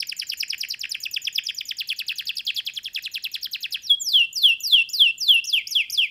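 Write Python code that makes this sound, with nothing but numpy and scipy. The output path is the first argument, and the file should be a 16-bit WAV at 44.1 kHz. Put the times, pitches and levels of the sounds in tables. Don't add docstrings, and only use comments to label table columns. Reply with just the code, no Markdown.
import sys
import numpy as np
from scipy import signal
from scipy.fft import rfft, irfft, next_fast_len
from scipy.io import wavfile
from scipy.ndimage import uniform_filter1d, map_coordinates

SR = 44100
rng = np.random.default_rng(int(sys.argv[2]) if len(sys.argv) > 2 else 0)


def field_ratio(decibels):
    return 10 ** (np.asarray(decibels, dtype=float) / 20)


def persist_wave(psi):
    counts = np.round(np.clip(psi, -1, 1) * 32767).astype(np.int16)
    wavfile.write(sys.argv[1], SR, np.atleast_2d(counts).T)


N = 269010

STATIONS_HZ = [6400, 5700, 5000, 4200, 3500, 3000, 2500, 1850, 1600]
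# t/s of start, t/ms until 3.5 kHz, until 3 kHz, until 2.5 kHz, low-part level/dB
OPENING = [
    (-0.017, 39, 44.6, 47.2, -23.8),
    (0.07, 44.6, 52.4, 57.7, -25),
    (0.166, 35.6, 44.05, 46.6, -23),
    (0.269, 40.1, 45.5, 48.9, -23.5),
    (0.372, 41.7, 45.6, 50, -24.5),
    (0.481, 42.7, 51.5, 53.5, -23),
    (0.58, 39.8, 45.5, 48.4, -23.5),
    (0.686, 39.2, 42.9, 47.4, -25.5),
    (0.793, 39.36, 46.1, 49.6, -24),
    (0.894, 44.8, 51.1, 54.3, -21),
]
# t/s of start, t/ms until 3.5 kHz, until 3 kHz, until 2.5 kHz, low-part level/dB
DRAWN = [
    (1.004, 41.3, 45.3, 54, -20),
    (1.113, 51.3, 56.9, 62.5, -18),
    (1.219, 44.6, 51.1, 55.7, -15),
    (1.328, 54.6, 59.4, 62.1, -15),
    (1.438, 45.4, 49.8, 53.3, -17),
    (1.547, 57.4, 60, 62.3, -18.5),
    (1.655, 43.6, 47.7, 51.3, -15.5),
]
# t/s of start, t/ms until 3.5 kHz, until 3 kHz, until 2.5 kHz, low-part level/dB
QUICK = [(1.77, 29.3, 35.4, 42.9, -20), (1.874, 27.4, 39.8, 46.3, -20.5), (1.963, 27.2, 30.7, 44.5, -21),
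         (2.067, 26.8, 30.7, 44.3, -19), (2.158, 28.5, 35.8, 42.85, -23.5), (2.255, 26.2, 30, 42.84, -21),
         (2.355, 26.1, 34.9, 42, -23.5), (2.452, 25.1, 35.1, 42.4, -19.5),
         (2.546, 28.9, 42.9, 46.34, -21.5), (2.652, 22.3, 30.1, 37.6, -23.5),
         (2.737, 24.7, 36.1, 40.2, -24.5), (2.832, 25.2, 32, 42.48, -26.5), (2.933, 27.7, 34.2, 44.65, -23),
         (3.024, 26.8, 30.3, 42.65, -24), (3.116, 30.2, 36.7, 45.8, -24), (3.225, 26.5, 31.2, 45.8, -23),
         (3.317, 27.7, 32.9, 37.95, -23), (3.414, 31.2, 40.7, 43.73, -25), (3.514, 33.7, 37.3, 47.4, -22.5),
         (3.607, 26.3, 31.8, 44.6, -22), (3.709, 27.8, 35.3, 43.8, -22)]
TIRES_AT = 9
# f/Hz at the top, t/ms of the last drop to 1.85 kHz
MANNER = [
    (7320, 2.6),
    (7060, 4.8),
    (7013, 3.6),
    (6978, 2.9),
]
PACE = [(.22, 0.45, .61, .71), (0.261, 0.51, .62, .76), (.27, .47, .64, 0.81), (.25, .44, .62, .75)]
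# level/dB at the top, at 6.4, 5.7, 5 and 4.2 kHz
HIGH_DB = [(-21, -17, -12.5, -10, -14), (-16.5, -18.5, -13.5, -10.5, -28.5), (-19, -15, -25, -16, -7.5),
           (-22, -18.5, -22.5, -16.5, -8)]
# level/dB at 3.5, 3, 2.5, 1.85 and 1.6 kHz
LOW_DB = [(-17.5, 4.7, 7.5, 7, 4), (-2.5, 0.33, 0, -3.5, -4), (-1, 0.27, -0.5, 3, -0.5),
          (2.8, .3, 0.85, 7.5, 1)]
UNEVEN_DB, SHUT_MS = 2, 1.4
# t/s, f/Hz, level/dB
BRIDGE = [
    [(3.821, 6920, -26), (3.837, 5970, -19.5), (3.868, 5340, -22), (3.88, 4180, -18), (3.897, 3584, -20.5),
     (3.909, 3348, -10), (3.953, 3274, -27)],
    [(3.999, 7590, -21.5), (4.026, 7020, -8), (4.079, 5320, -10.5), (4.096, 4790, -15.5), (4.127, 3964, -8),
     (4.134, 3608, -13.5), (4.158, 3280, -13), (4.207, 2813, -10), (4.256, 2692, -24.5)],
]
# t/s of start, middle, break and end, f/Hz at the start
WHISTLES = [
    (4.3275, 4.376, 4.431, 4.543, 6300),
    (4.601, 4.662, 4.720, 4.832, 5728),
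    (4.89, 4.945, 4.995, 5.113, 4773),
    (5.18, 5.229, 5.28, 5.402, 7380),
]
# stage (0 top, 1 middle, 2 break, 3 end), f/Hz, level/dB
WHISTLE = [
    (0, 7153, -24),
    (.27, 6744, -19.5),
    (.64, 5815, -6.5),
    (1.001, 4984, -15.5),
    (1.96, 3920, -9),
    (2.01, 3638, -10.5),
    (2.66, 2767, -11.5),
    (2.849, 2650, -17),
    (2.999, 2760, -20.5),
]
# t/s of start, middle, break and end, f/Hz at the start
SLIDES = [
    (5.443, 5.496, 5.531, 5.622, 5123),
    (5.672, 5.729, 5.754, 5.85, 4687),
    (5.9, 5.948, 5.98, 6.076, 4715),
]
# stage (as above), f/Hz, level/dB
SLIDE = [
    (0, 6950, -30),
    (0.361, 6380, -3.5),
    (1.002, 5130, -15),
    (1.41, 4500, -19),
    (2, 3523, -16.5),
    (2.41, 2960, -14),
    (2.799, 2272, -16.5),
    (3, 2032, -29.5),
]
# level/dB at its start, at its peak
FLICK_DB = [(-24, -11.5), (-18.5, -3.5)]
FLICK_PEAK = (.55, .85)
FLICK_HZ_PER_MS = 133
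# f/Hz, level/dB
COLOUR = [(1500, -12), (2100, -12), (2600, 2), (2950, -2), (3300, 5.5), (3550, -0.5), (3770, -20.5),
          (4020, -8.5), (4200, -16.5), (4900, -3), (5500, -10), (6250, -22.5), (6550, -27), (7150, -9),
          (7700, -13.5), (8300, -20), (9000, -21.5), (9700, -3.5), (11000, -7), (12000, -6.5), (14000, 2.5),
          (15500, -6), (16800, -53)]
OVERTONES_DB = [-1, -22.5, -25.5, -28, -52.5, -39, -54]
MIRRORS_DB = [-19, -36, -39]
FOLD_HZ = 22050
# f/Hz, level/dB
HISS = [(1000, -88), (2000, -8), (6000, 4), (8000, -8.5), (10000, -15), (15000, -19)]
# t/ms, level/dB
ECHOES = [(1.5, -31.5), (4.3, -16.5), (9, -22.5)]
# f/Hz, t/s
ROOM = [(1500, 0.43), (3000, 0.33), (5000, 0.3), (8000, 0.019), (14000, 0.033)]
# f/Hz, level/dB per Hz
FLOOR = [(15, -27), (30, 6), (50, 12), (80, 12), (160, 10), (300, 4), (600, -3.5), (1100, -6), (2000, -5.5),
         (7000, -8), (16000, -13)]
FLOOR_DB = -64
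# t/s, t/ms repeated
STEPS_BACK = [(0.1728, 11.6), (0.2268, 7.9), (0.2777, 7.8), (0.3225, 11.0), (0.3819, 12.5), (0.5424, 10.7),
              (0.5912, 10.4), (0.6475, 11.5), (0.7189, 11.5), (0.8503, 12.5), (0.9357, 5.4), (0.9626, 8.3),
              (1.0143, 10.3), (1.2245, 8.4), (1.4569, 5.6), (1.494, 8.8), (1.5729, 5.5), (1.6707, 12.4),
              (1.7894, 7.6), (1.8287, 6.2), (1.9211, 8.5), (1.9725, 11.1), (2.1149, 12.2), (2.1705, 9.0),
               (2.2206, 11.1), (2.2768, 11.5), (2.3781, 12.4), (2.4825, 12.1), (2.5772, 10.3),
               (2.6947, 10.3), (2.7437, 11.5), (2.863, 8.0), (2.9838, 11.7), (3.0435, 8.7), (3.1245, 10.2),
               (3.1709, 6.7), (3.3281, 9.1), (3.3757, 10.8), (3.4346, 12.1), (3.6126, 9.3), (3.7293, 8.9),
               (3.7688, 8.8),
              (3.8546, 7.8), (3.9408, 7.4), (4.2415, 10.8), (4.4034, 7.1), (4.4935, 5.6), (4.5283, 4.9),
              (4.6445, 6.3), (4.7136, 6.3), (4.7933, 12.5), (4.9147, 10.7), (5.0305, 4.7), (5.0827, 11.9),
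              (5.3473, 7.1), (5.3758, 8.0), (5.4471, 7.0), (5.4807, 10.2), (5.5658, 8.1), (5.6083, 11.4),
              (5.6922, 12.2), (5.7939, 7.8), (5.8375, 11.0), (5.9335, 11.5), (6.0261, 9.9), (6.078, 5.3)]
STEPS = STEPS_BACK
OUT_OF_STEP = [4.2195, 5.5658, 5.7939, 6.0261]
LEAD = .2
TOP_HZ = 15750


def canary():
    pitch, effort = score()
    glide = np.clip(np.abs(np.gradient(np.log(pitch))) * SR, 3, 60)
    pitch = pitch * (1 + 0.0004 * np.sqrt(glide) * wobble(330))
    effort = effort * field_ratio(-.07 * glide * np.abs(wobble(260)))

    phase = 2 * np.pi * np.cumsum(pitch) / SR
    fold = 2 * np.pi * FOLD_HZ * np.arange(N) / SR
    colour = COLOUR
    flicker_db = 5.5
    drive_db = 0.29 * along(colour, pitch) + 5 * np.log10(glide / 8)

    voice, images = np.zeros(N), np.zeros(N)
    for k, db in enumerate(OVERTONES_DB, 1):
        level = db + along(colour, k * pitch)
        unsteady_db = drive_db + flicker_db * wobble(120)
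        level = level + (k > 1) * unsteady_db
        voice += field_ratio(level) * np.sin(k * phase)
    for k, db in enumerate(MIRRORS_DB, 1):
        level = db + along(colour, k * pitch) + drive_db + flicker_db * wobble(120)
        images += field_ratio(level) * np.sin(fold - k * phase)

    hiss_db = -52.5 + .5 * along(colour, pitch) + 9.0 * np.log10(glide) + 2.3 * wobble(160)
    hiss = field_ratio(hiss_db) * noise(HISS)
    direct = effort * (voice + images + hiss)
    all_round = direct * field_ratio(-.3 * along(colour, pitch))
    return direct, all_round


def score():
    rows = []
    phrases = (OPENING, DRAWN, QUICK[:TIRES_AT], QUICK[TIRES_AT:])
    for phrase, *how in zip(phrases, MANNER, PACE, HIGH_DB, LOW_DB):
        rows += [syllable(row, *how) for row in phrase]
    for points in BRIDGE:
        rows.append(np.array([(sung_time(s), hz, db) for s, hz, db in points]))
    for kind, shape, flick_db in zip((WHISTLES, SLIDES), (WHISTLE, SLIDE), FLICK_DB):
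        rows += [note(row, shape, flick_db) for row in kind]

    t, effort = np.arange(N) / SR, np.zeros(N)
    for row in rows:
        s, _, db = row.T
        s = np.maximum.accumulate(np.insert(s, -1, s[-1] - .006))
        db = np.insert(db, -1, 0.19 * db[-2] + 0.68 * db[-1])
        span = slice(round(s[0] * SR), round(s[-1] * SR))
        effort[span] = field_ratio(np.interp(t[span], s, db))
    s, hz, _ = np.concatenate(rows).T
    pitch = np.exp(np.interp(t, s, np.log(hz)))
    effort = uniform_filter1d(uniform_filter1d(effort, size=95), size=95)
    return uniform_filter1d(pitch, size=60), effort


def syllable(row, manner, pace, high_db, low_db):
    s, upper, middle, lower, db = row
    top_hz, drop = manner
    ms = [0, *(upper * np.array(pace)), upper, middle, lower, lower + drop, lower + drop + SHUT_MS]
    level = np.r_[high_db, db + np.array(low_db)] + UNEVEN_DB * rng.standard_normal(len(ms))
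    when = sung_time(s) + np.maximum.accumulate(ms) / 1000
    return np.c_[when, [top_hz, *STATIONS_HZ], level]


def note(row, shape, flick_db):
    *times, start_hz = row
    stage, hz, db = np.transpose(shape)
    start, *later = map(sung_time, times)
    hz = np.r_[max(hz[0], start_hz), hz[1:]]
    climb_hz = hz[0] - start_hz
    rise = climb_hz / FLICK_HZ_PER_MS / 1000
    when, height = np.transpose([(0, 0), FLICK_PEAK])
    fall = np.interp(stage, range(4), [start + rise, *later])
    pitch = np.r_[start_hz + climb_hz * height, hz]
    return np.c_[np.r_[start + rise * when, fall], pitch, np.r_[flick_db, db]]


def sung_time(s):
    at, ms = np.transpose(STEPS)
    return LEAD + s - ms[at < s].sum() / 1000


def near_echoes(bird):
    return sum(field_ratio(db) * np.roll(bird, round(ms * SR / 1000)) for ms, db in ECHOES)


def room(x, piece=8192):
    wet, fade = np.zeros(N + SR), np.hanning(2 * piece)
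    for a in range(0, N - 2 * piece, piece):
        hz, t, z = signal.stft(rng.standard_normal(SR // 2), SR, nperseg=256)
        decay = field_ratio(-60 * t / along(ROOM, hz)[:, None])
        tail = signal.istft(z * decay, SR, nperseg=256)[1]
        answer = signal.fftconvolve(fade * x[a:a + 2 * piece], tail / np.linalg.norm(tail))
        wet[a + 150:][:len(answer)] += answer
    return wet[:N]


def perch_knock():
    t = np.arange(N) / SR - sung_time(4.105)
    modes = np.sin(2 * np.pi * 880 * t) + np.sin(2 * np.pi * 1120 * t)
    return field_ratio(-58 - 60 * np.abs(t) / 0.03) * modes * (t > 0)


def house_hum():
    return field_ratio(FLOOR_DB + 0.62 * wobble(3.16)) * noise(FLOOR)


def along(points, hz):
    f, v = np.transpose(points)
    return np.interp(np.log(np.abs(hz) + 1), np.log(f + 1), v)


def noise(points):
    m = next_fast_len(N + 8192)
    white = rfft(rng.standard_normal(m))
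    gain = field_ratio(along(points, np.fft.rfftfreq(m, 1 / SR)))
    x = irfft(white * gain, m)[:N]
    return x / x.std()


def wobble(rate):
    knots = rng.standard_normal(int(N * rate / SR) + 4)
    return map_coordinates(knots, [np.arange(N) * rate / SR])


def scene():
    bird, all_round = canary()
    hum = house_hum()
    wet = field_ratio(-18.5) * room(all_round)
    return (bird + near_echoes(bird) + wet + hum + perch_knock())[None]


def slowed(song, blend=150, search=9):
    out, back, start = np.zeros(N + blend), -round(LEAD * SR), 0
    ramp = np.linspace(0, 1, blend)
    extra = [(OUT_OF_STEP[0], .3), (N / SR, 0)]
    for s, ms in sorted([*map(tuple, STEPS), *extra]):
        stop = round(s * SR)
        piece = song[start - back:stop - back + blend].copy()
        piece[:blend] *= ramp
        piece[-blend:] *= 1 - ramp
        out[start:stop + blend] += piece
        here = song[stop - back:][:blend]
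        lags = round(ms * SR / 1000) + np.arange(-search, search + 1)
        match = [here @ song[stop - back - lag:][:blend] for lag in lags]
        best = np.argmin(match) if s in OUT_OF_STEP else np.argmax(match)
        back += lags[best]
        start = stop
    return out[:N]


def top_cut(x):
    return signal.sosfilt(signal.butter(12, 16470, fs=SR, output="sos"), x)


def record(dry):
    edge = signal.firwin(401, TOP_HZ, fs=SR)
    mix = signal.fftconvolve(slowed(dry[0]), edge, "same")[None]
    return top_cut(mix)


dry = scene()
out = record(dry)
persist_wave(out)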